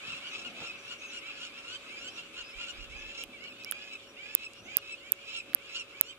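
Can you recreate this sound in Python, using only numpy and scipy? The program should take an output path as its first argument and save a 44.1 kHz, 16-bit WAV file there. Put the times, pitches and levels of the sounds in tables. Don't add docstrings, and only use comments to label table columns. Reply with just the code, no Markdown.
import sys
import numpy as np
from scipy import signal
from scipy.fft import rfft, irfft, next_fast_len
from scipy.io import wavfile

SR = 44100
rng = np.random.default_rng(int(sys.argv[2]) if len(sys.argv) > 2 else 0)


def dump(signal):
    limited = np.clip(np.atleast_2d(signal).T, -1, 1)
    pcm = np.round(limited * 32767).astype(np.int16)
    wavfile.write(sys.argv[1], SR, pcm)


N = 272538
T = np.arange(N) / SR

# frequency_hz, coherence (clipped to -1..1 in use)
PORT_COHERENCE = [(30,0.37),(70,0.38),(150,0.95),(500,0.84),(1000,0.65),(1600,0.6),(2500,-0.025),(3800,-0.19),(6000,-0.26),(8000,0.17),(15000,-1.2)]
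# frequency_hz, gain_db
AIR_COLOUR = [(25,-3.5),(60,-1),(90,-9),(160,-11),(260,-1.5),(420,3.5),(650,-6),(900,-12.5),(1300,-0.5),(2000,-27),(5000,-33),(9000,-24),(14500,-14),(16000,-21.5)]
# frequency_hz, gain_db
RUMBLE_COLOUR = [(110, -9), (190, -4.5), (270, 3), (400, -5), (700, -5.5)]
# peak_s, half_width_s, level_db
RUMBLE_SWELLS = [(0.53, 0.2, -55), (2.07, 0.22, -60), (3.3, 0.72, -61.5), (4.66, 0.07, -56.5),
                 (5.5, 0.078, -57)]
# pitch_hz, level_db
HUM_TONES = [(112,-75.5),(558,-64.5)]
# peak_s, half_width_s, level_db
WIND_PUFFS = [(2.41, .04, -67), (2.58, 0.029, -59), (2.8, 0.075, -54.5), (2.92, 0.04, -49.5),
              (3.04, 0.075, -58), (3.25, 0.058, -65.5)]
# frequency_hz, gain_db
WIND_COLOUR = [(10,-21),(35,8.5),(70,-3.5),(150,-19),(400,-56),(1500,-78.5)]
# start_s, level_db, length_s, top_hz
LOW_THUDS = [(0.065,-56.5,0.082,219),(0.607,-47.5,0.032,925),(4.59,-63.5,0.14,260)]
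# time_s, level_db
COLONY_LEVEL = [(0.0, -45), (0.53, -48.5), (0.64, -48.5), (1.53, -50.5), (1.69, -48), (3.05, -51.5),
                (3.42, -54), (3.8, -52), (3.92, -54.5), (4.66, -54), (5.9, -53), (6.18, -56)]
# frequency_hz, gain_db
FAR_COLOUR = [(900,-18.5),(1400,-1),(1850,-26),(2300,-5),(2700,3),(3400,-8),(4500,-15.5),(6200,-23),(7200,-16),(9000,-24.5),(12000,-32.5)]
# start_s, length_s, start_hz, end_hz, level_db
HIGH_GLIDES = [(0.266, 0.081, 5900, 6200, -59.5), (0.49, 0.048, 6300, 5400, -70),
               (0.747, 0.26, 5900, 5660, -65), (0.989, 0.1, 6360, 6530, -60.5),
               (1.078, 0.035, 6430, 5720, -56.5), (2.083, 0.09, 5050, 6180, -61),
               (2.422, 0.11, 4940, 5320, -57), (2.967, 0.052, 6490, 5850, -56.5),
               (3.523, 0.12, 3470, 3880, -61), (4.075, 0.035, 5460, 5700, -61),
               (4.542, 0.21, 5130, 7180, -62.5)]
# time_s, strength_db, ring_hz, width_hz
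CLOSE_KNOCKS = [(3.238,3,2870,780),(3.245,-34,13100,4000),(3.44,-18.5,4570,3000),(3.6375,-16.5,4700,2500),(3.647,0.5,5300,796),(3.7229,4,1520,450),(3.722,2,3020,930),(4.535,-22.5,6600,5000),(4.785,-7.5,1400,606),(5.137,-17.5,1400,632),(5.534,-7,2380,2070)]
# time_s, strength_db, ring_hz, crack_db (relative to the strength)
CLOSE_TICKS = [(3.7124,9,10870,-4.5),(4.3506,22.5,13290,2),(4.7694,21.5,12950,1.5),(5.1205,20,12750,-7),(5.5477,21.5,12440,1.5),(6.0111,25,13070,4)]
# frequency_hz, width_hz, gain_db
CRACK_COLOUR = [(450,1000,-19.5),(5100,1360,-16),(11030,1400,-8.5),(14740,3100,-12.5)]
# frequency_hz, gain_db
RASP_COLOUR = [(900,-22.5),(1400,-19.5),(1900,-21),(2300,-15),(2750,-7.5),(3300,-2.5),(3900,-9),(4500,-15),(5300,-9),(6300,-29),(7200,-13.5),(8600,-33.5),(10300,-29.5),(13500,-41),(16000,-45.5)]
# frequency_hz, gain_db
THROAT_WHINING = [(750,-23.5),(1600,-14),(2050,-6.5),(2300,2),(2650,0),(3200,-8.5),(4100,-26),(5000,-8.5),(6000,-33),(7100,-13),(8500,-50),(11000,-54.5)]
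# frequency_hz, gain_db
THROAT_SQUAWKING = [(1200,-19.5),(1420,-13.5),(1600,-20),(2000,-20),(2450,1.5),(3100,-1),(3900,-10),(4500,-9),(5400,-15.5),(6300,-23),(7100,-14),(8000,-27.5),(9200,-39.5),(11000,-30.5)]
# frequency_hz, gain_db
THROAT_OPEN = [(1200,-19.5),(1420,-16.5),(1600,-22),(2450,9),(3000,-0.5),(3950,-13.5),(4600,-15),(5300,-4),(6400,-29),(7150,-9.5),(8000,-6.5),(8600,-27.5),(9300,-15),(11000,-38)]
# start_s, length_s, knee_hz, top_hz, level_db, scoop_s, pure_s
NEAR_WHINES = [(0.0,0.1,817,916,-46.5,0.019,0.013), (0.149,0.17,735,798,-52,0.036,0.016),
               (0.493,0.12,780,840,-55,.04,0.026), (1.074,.12,760,813,-54.5,0.028,0.015),
               (1.197,0.19,780,858,-48,.04,.02),
               (1.487,0.14,818,905,-53.5,0.019,0.032),(0.763,.12,827,878,-54,.02,0),
               (1.874,0.12,767,828,-46,0.036,0.035), (2.51,0.13,788,860,-48,.025,0.004),
               (2.715,.09,790,870,-52,0.021,0), (2.902,0.23,867,882,-46,0.039,0.035),
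               (3.384,0.082,775,796,-44.5,0.043,0.017), (3.651,0.24,763,869,-47,0.0059,0.095),
               (4.164,0.19,809,880,-44.5,0.037,.02), (4.654,0.13,795,844,-45,0.032,0),
               (4.993,0.11,755,820,-48.5,0.059,0.0074), (5.146,0.19,790,856,-54.5,0.03,0.067),
               (5.578,0.15,828,865,-54,0.041,0.054), (5.924,0.083,802,867,-46.5,0.03,0)]
# start_s, length_s, crest_hz, crest_db, treble_db, fall_s, clearness (of the fall, 0-1)
NEAR_SQUAWKS = [(0.033,0.11,1360,-45,-4,0.041,0.65),(0.053,.05,1520,-58,-5,0.021,0.4),(0.105,0.082,1419,-49.5,-0.5,0.03,0.4),(0.203,0.089,1550,-47.5,-18,0.0205,0.2),
                (0.308,0.058,1301,-40.5,-7,0.021,0),(0.333,0.094,1373,-47.5,4,0.0277,0.3),(0.427,0.054,1450,-45,-7,.028,0.8),
                (0.557,.13,1390,-44,-1,0.032,0.6),(0.633,0.086,1285,-49,-4,0.023,0.93),(0.847,0.098,1446,-45.5,-1.5,0.034,0.2),
                (1.002,0.063,1297,-46.5,-6.5,.025,0.7),(1.099,0.094,1463,-46.5,2.5,0.046,0.7),(1.217,0.097,1354,-47,-13,0.031,0.34),
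                (1.369,0.098,1477,-45,4,0.033,0.17),(1.399,0.088,1360,-54.5,3,0.026,0.5),(1.526,0.089,1383,-49.5,-3,0.03,0.55),
                (1.627,0.14,1556,-42.5,3,0.015,0.4),(1.858,0.094,1364,-53,2,0.022,0),(1.979,0.12,1559,-45.5,7.5,0.013,0),
                (2.155,0.053,1396,-44.5,-4.5,0.024,0.5),(2.329,0.097,1478,-45.5,-1,0.038,0.2),(2.569,0.086,1436,-44.5,-2,0.04,0.37),
                (2.653,0.063,1470,-43.5,3.5,0.027,0.6),(2.759,0.093,1428,-50,-1,0.024,0.3),(2.892,0.047,1313,-60,11,0.031,0),
                (3.036,0.12,1403,-49.5,1,0.015,0),(3.142,0.1,1382,-44.5,5,0.046,0.2),(3.317,0.058,1170,-55.5,-23,0.042,1),
                (3.392,.095,1454,-49.5,-10,0.017,0.4),(3.475,0.055,1346,-53,-5,0.0473,0.8),(3.555,0.095,1299,-56.5,-0.5,0.04,0.76),(3.867,0.094,1323,-46.5,-4.5,0.03,0.6),
                (4.361,0.11,1332,-47,-2.5,0.026,0.94),(4.816,0.13,1329,-46.5,-4,0.027,1),(5.249,0.16,1369,-43.5,-0.5,0.047,0.78),
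                (5.284,0.11,1420,-48,0,0.039,0),(5.684,0.14,1417,-44,2.5,0.042,0.52),(5.74,0.036,1530,-36.5,0,0.0086,0.6),
                (6.015,0.1,1557,-48.5,6.5,0.014,0.46)]
# time_s, right_db
BEGGING_BALANCE = [(0, -1), (2.6, 0.5), (4.3, 3), (6.1, 2.5)]

RUMBLE_DB, RUMBLE_SINKS_DB_PER_S = -61, 1
TICK_WIDTH_HZ, TICK_LAG_S, TICK_FAR_DB = 1690, .0001, -14
THROB_HZ, BUZZ_HZ, OVERTONE_FLICKER_DB = 84, 380, 3.5
WHINE_START_HZ, WHINE_SWELL_DB, WHINE_SAG_DB, WHINE_RASP_DB, ROUGHENS_S = 643.5, 9.5, 6, -8.5, .07
SQUAWK_REST_HZ, SQUAWK_SWELL_DB, SQUAWK_FLUTTER_DB, TREBLE_OPENS_DB = 1251.4, 9, 2.8, 2
SQUAWK_RASP_DB, RASP_CLEARS_DB = -3.5, 3.5
DROP_S, DROP_SHARE, DROP_DB = .0301, .06, 3.5
LOCK_S, LOCK_DB = .008, 1.5
FULL_DB, THIN_DB, HANDOVER_S = 5.5, -1, 2.74


def from_db(db):
    return 10 ** (np.asarray(db) / 20)


def rms_one(x):
    return x / np.sqrt(np.mean(x ** 2) + 1e-20)


def in_time(points):
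    return np.interp(T, *np.transpose(points))


def at_hz(points, hz):
    frequency_hz, value = np.transpose(points)
    return np.interp(np.log(hz), np.log(frequency_hz), value)


def drift(rate, t=T):
    steps = (t - t[0]) * rate
    return 1.2 * np.interp(steps, np.arange(8192), rng.standard_normal(8192))


def swells(rows):
    return sum(from_db(db) * np.exp(-((T - s) / width_s) ** 2) for s, width_s, db in rows)


def span(start, end, fade_s):
    at = np.arange(max(int((start - fade_s / 2) * SR), 0), min(int((end + fade_s / 2) * SR), N))
    t = T[at]
    return at, t, np.clip(np.minimum(t - t[0], t[-1] - t) / fade_s, 0, 1)


def click(time_s, db):
    return from_db(db) * (np.arange(N) == round(time_s * SR))


def band(x, low_hz, high_hz, order=2):
    edges = [max(low_hz, 12), min(high_hz, .45 * SR)]
    return signal.sosfilt(signal.butter(order, edges, "band", fs=SR, output="sos"), x + 1e-18)


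def resonance(x, hz, width_hz):
    r = np.exp(-np.pi * width_hz / SR)
    feedback = [1, -2 * r * np.cos(2 * np.pi * hz / SR), r * r]
    return signal.lfilter(np.array([1, 0, -1]) * (1 - r * r) / 2, feedback, x + 1e-18)


def delayed(x, lag_s):
    size = next_fast_len(N + 64)
    hz = np.fft.rfftfreq(size, 1 / SR)
    return irfft(rfft(x, size) * np.exp(-2j * np.pi * hz * lag_s), size)[:N]


def noise(colour):
    size = next_fast_len(N)
    hz = np.maximum(np.fft.rfftfreq(size, 1 / SR), 1)
    spectrum = rfft(rng.standard_normal(N), size) * from_db(at_hz(colour, hz))
    return rms_one(irfft(spectrum, size)[:N])


def diffuse(colour, patchy_db, flicker_rate):
    out, edges = 0, np.geomspace(22, 17000, 27)
    white = rng.standard_normal((2, 2, N))
    for k, (low, high) in enumerate(zip(edges, edges[1:])):
        hz = np.sqrt(low * high)
        if colour[0][0] * .8 < hz < colour[-1][0] * 1.2:
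            mid, side = band(white[k % 2], low, high)
            alike = np.clip(at_hz(PORT_COHERENCE, hz), -1, 1)
            gain = from_db(at_hz(colour, hz) + patchy_db * drift(flicker_rate))
            out = out + gain * (np.sqrt(1 + alike) * mid + np.sqrt(1 - alike) * side * [[1], [-1]])
    return rms_one(out)


def place(x, lag_s, right_db):
    return np.array([np.interp(T - lag_s, T, x) * from_db(-right_db / 2), x * from_db(right_db / 2)])


def air():
    return from_db(-60.5) * diffuse(AIR_COLOUR, patchy_db=1.5, flicker_rate=14)


def rumble():
    gain = np.hypot(from_db(RUMBLE_DB - RUMBLE_SINKS_DB_PER_S * T), swells(RUMBLE_SWELLS))
    return gain * diffuse(RUMBLE_COLOUR, patchy_db=1.5, flicker_rate=16)


def colony():
    return from_db(in_time(COLONY_LEVEL) - 2.2) * diffuse(FAR_COLOUR, patchy_db=2, flicker_rate=38)


def hum():
    return sum(from_db(db + .98 * drift(12)) * np.sqrt(2) * np.sin(2 * np.pi * hz * T + .29 * drift(6.3))
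               for hz, db in HUM_TONES)


def wind():
    return swells(WIND_PUFFS) * noise(WIND_COLOUR) * from_db([[-10], [5]])


def thuds():
    out = np.zeros(N)
    for start, db, length_s, top_hz in LOW_THUDS:
        at, _, gate = span(start, start + length_s, fade_s=.02)
        out[at] += gate * from_db(db) * rms_one(band(rng.standard_normal(N), 37, top_hz))[at]
    return out


def bush(x, t60_s, wet_db):
    t = T[:SR // 2]
    decay = from_db(-60 * t / t60_s) * (t > .003)
    scatter = band(rng.standard_normal((2, len(t))), 1200, 6900, order=1) * decay
    scatter /= np.sqrt(np.sum(scatter ** 2, axis=1, keepdims=True))
    return from_db(wet_db) * signal.fftconvolve(x[None], scatter, axes=1)[:, :N]


def far_birds(count=40):
    timing, height = rng.random((count, 2)).T
    starts = (np.arange(count) + timing) / count * (T[-1] - .15)
    rows = [(start, .14, crest_hz, -8, -3, .03, .3) for start, crest_hz in zip(starts, 1200 + 300 * height)]
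    return from_db(in_time(COLONY_LEVEL)) * chorus(squawk, rows)


def high_glides():
    out = np.zeros(N)
    for start, length_s, start_hz, end_hz, level_db in HIGH_GLIDES:
        at, t, gate = span(start, start + length_s, fade_s=.022)
        glide = np.geomspace(start_hz, end_hz, len(t))
        quaver = 1 + .022 * drift(1200, t) + .008 * drift(200, t)
        phase = 2 * np.pi * np.cumsum(glide * quaver) / SR
        out[at] += gate * from_db(level_db + 5.3 * np.tanh(drift(142, t))) * np.sin(phase)
    return out


def knocks():
    out = np.zeros(N)
    for time_s, db, hz, width_hz in CLOSE_KNOCKS:
        contact = click(time_s, db)
        out += band(contact, hz - width_hz / 2, hz + width_hz / 2)
        out += from_db(-17) * band(contact, 410, 21000, order=1)
    return np.array([from_db(-10.5) * out, out])


def ticks():
    ring = sum(band(click(s, db), hz - TICK_WIDTH_HZ / 2, hz + TICK_WIDTH_HZ / 2)
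               for s, db, hz, _ in CLOSE_TICKS)
    contacts = sum(click(s, db + crack_db) for s, db, _, crack_db in CLOSE_TICKS)
    crack = sum((-1) ** k * from_db(db) * resonance(contacts, hz, width_hz)
                for k, (hz, width_hz, db) in enumerate(CRACK_COLOUR))
    left = from_db(TICK_FAR_DB) * delayed(ring + crack / 2, TICK_LAG_S)
    return np.array([left, ring + crack])


def syrinx(t, pitch, colour_db, jitter, slip, flutter_db, buzz):
    throb = np.sin(2 * np.pi * np.cumsum(THROB_HZ * (1 + .206 * drift(61.6, t))) / SR)
    buzz_phase = 2 * np.pi * np.cumsum(BUZZ_HZ * (1 + .2 * drift(119.47, t))) / SR
    shake = 1 + jitter * drift(900, t) + slip * drift(200, t)
    phase = 2 * np.pi * np.cumsum(pitch * shake) / SR
    tone = sum(from_db(colour_db(k) + OVERTONE_FLICKER_DB * (k > 3) * drift(220, t)) * np.sin(k * phase)
               for k in range(1, int(9800 / pitch.mean()) + 1))
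    buzzing = (1 + buzz * np.sin(buzz_phase)) / np.sqrt(1 + buzz ** 2 / 2)
    flutter = from_db(2.2 * flutter_db * np.tanh(drift(330, t) + throb))
    return 1.25 * tone * buzzing * flutter


def whine(row, breath):
    start, length_s, knee_hz, top_hz, peak_db, scoop_s, pure_s = row
    at, t, gate = span(start, start + length_s, fade_s=.015)
    age = np.linspace(0, 1, len(t))
    slack = np.exp(-np.maximum(t - start, 0) / scoop_s)
    rough = np.clip((t - start - pure_s) / ROUGHENS_S, .2, 1)
    pitch = knee_hz + (top_hz - knee_hz) * age - (knee_hz - WHINE_START_HZ) * slack
    level_db = peak_db - WHINE_SWELL_DB * slack - WHINE_SAG_DB * age
    opened_db = -9 + 10 * age

    def colour_db(k):
        return at_hz(THROAT_WHINING, k * pitch) + opened_db * (k * pitch > 4100)

    tone = syrinx(t, pitch, colour_db, jitter=.022 * rough, slip=.011 * rough,
                  flutter_db=.6 + 2 * rough, buzz=.5 * rough)
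    rasp = rough * from_db(WHINE_RASP_DB) * breath[at]
    return at, gate * from_db(level_db) * (tone + rasp)


def squawk(row, breath):
    start, length_s, crest_hz, crest_db, treble_db, fall_s, clearness = row
    at, t, gate = span(start, start + length_s, fade_s=.01)
    rise_s = max(length_s - fall_s, .01)
    climb = np.clip((t - start) / rise_s, 0, 1)
    past_crest_s = t - start - rise_s
    drop = np.maximum(past_crest_s, 0) / max(DROP_S, .8 * fall_s)
    lock = clearness * (1 + np.tanh(past_crest_s / LOCK_S)) / 2
    steady = np.interp(fall_s, [.015, .024], [.5, 0])
    rough = (1 - steady) * (1 - .85 * lock) * (.6 + .4 * climb)
    start_hz = SQUAWK_REST_HZ + .25 * (crest_hz - SQUAWK_REST_HZ)
    pitch = (start_hz + (crest_hz - start_hz) * climb ** 1.3) * (1 - DROP_SHARE * drop ** 2)
    level_db = crest_db - SQUAWK_SWELL_DB * (1 - climb) - DROP_DB * drop ** 2
    opened_db = treble_db - TREBLE_OPENS_DB * (1 - climb)
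    fundamental_db = FULL_DB if start < HANDOVER_S else THIN_DB

    def colour_db(k):
        throat_db = (1 - lock) * at_hz(THROAT_SQUAWKING, k * pitch) + lock * at_hz(THROAT_OPEN, k * pitch)
        return throat_db + opened_db * (k > 3) + fundamental_db * (k == 1)

    tone = syrinx(t, pitch, colour_db, jitter=.014 * rough, slip=.014 * rough,
                  flutter_db=SQUAWK_FLUTTER_DB * np.sqrt(rough), buzz=.65 * rough)
    rasp_db = SQUAWK_RASP_DB - RASP_CLEARS_DB * climb + SQUAWK_FLUTTER_DB * drift(400, t)
    rasp = rough * from_db(rasp_db) * breath[at]
    return at, gate * from_db(level_db) * (from_db(LOCK_DB * lock) * tone + rasp)


def chorus(call, rows):
    out, breath = np.zeros(N), noise(RASP_COLOUR)
    for row in rows:
        at, sound = call(row, breath)
        out[at] += sound
    return out


def brood():
    return chorus(squawk, NEAR_SQUAWKS) + chorus(whine, NEAR_WHINES)


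def scene():
    near, glides, far = brood(), high_glides(), far_birds()
    direct = place(near + far, lag_s=.00012, right_db=in_time(BEGGING_BALANCE))
    direct += place(glides, lag_s=.00003, right_db=-2.3)
    scattered = bush(near + glides + 2 * far, t60_s=.058, wet_db=-6.5)
    contacts = ticks() + knocks() + thuds()
    background = air() + rumble() + colony() + hum() + wind()
    return background + contacts + scattered + direct


def record(dry):
    low_pass = signal.cheby2(10, 60, 16900, fs=SR, output="sos")
    return signal.sosfilt(low_pass, np.clip(dry, -1, 1))


dry = scene()
out = record(dry)
dump(out)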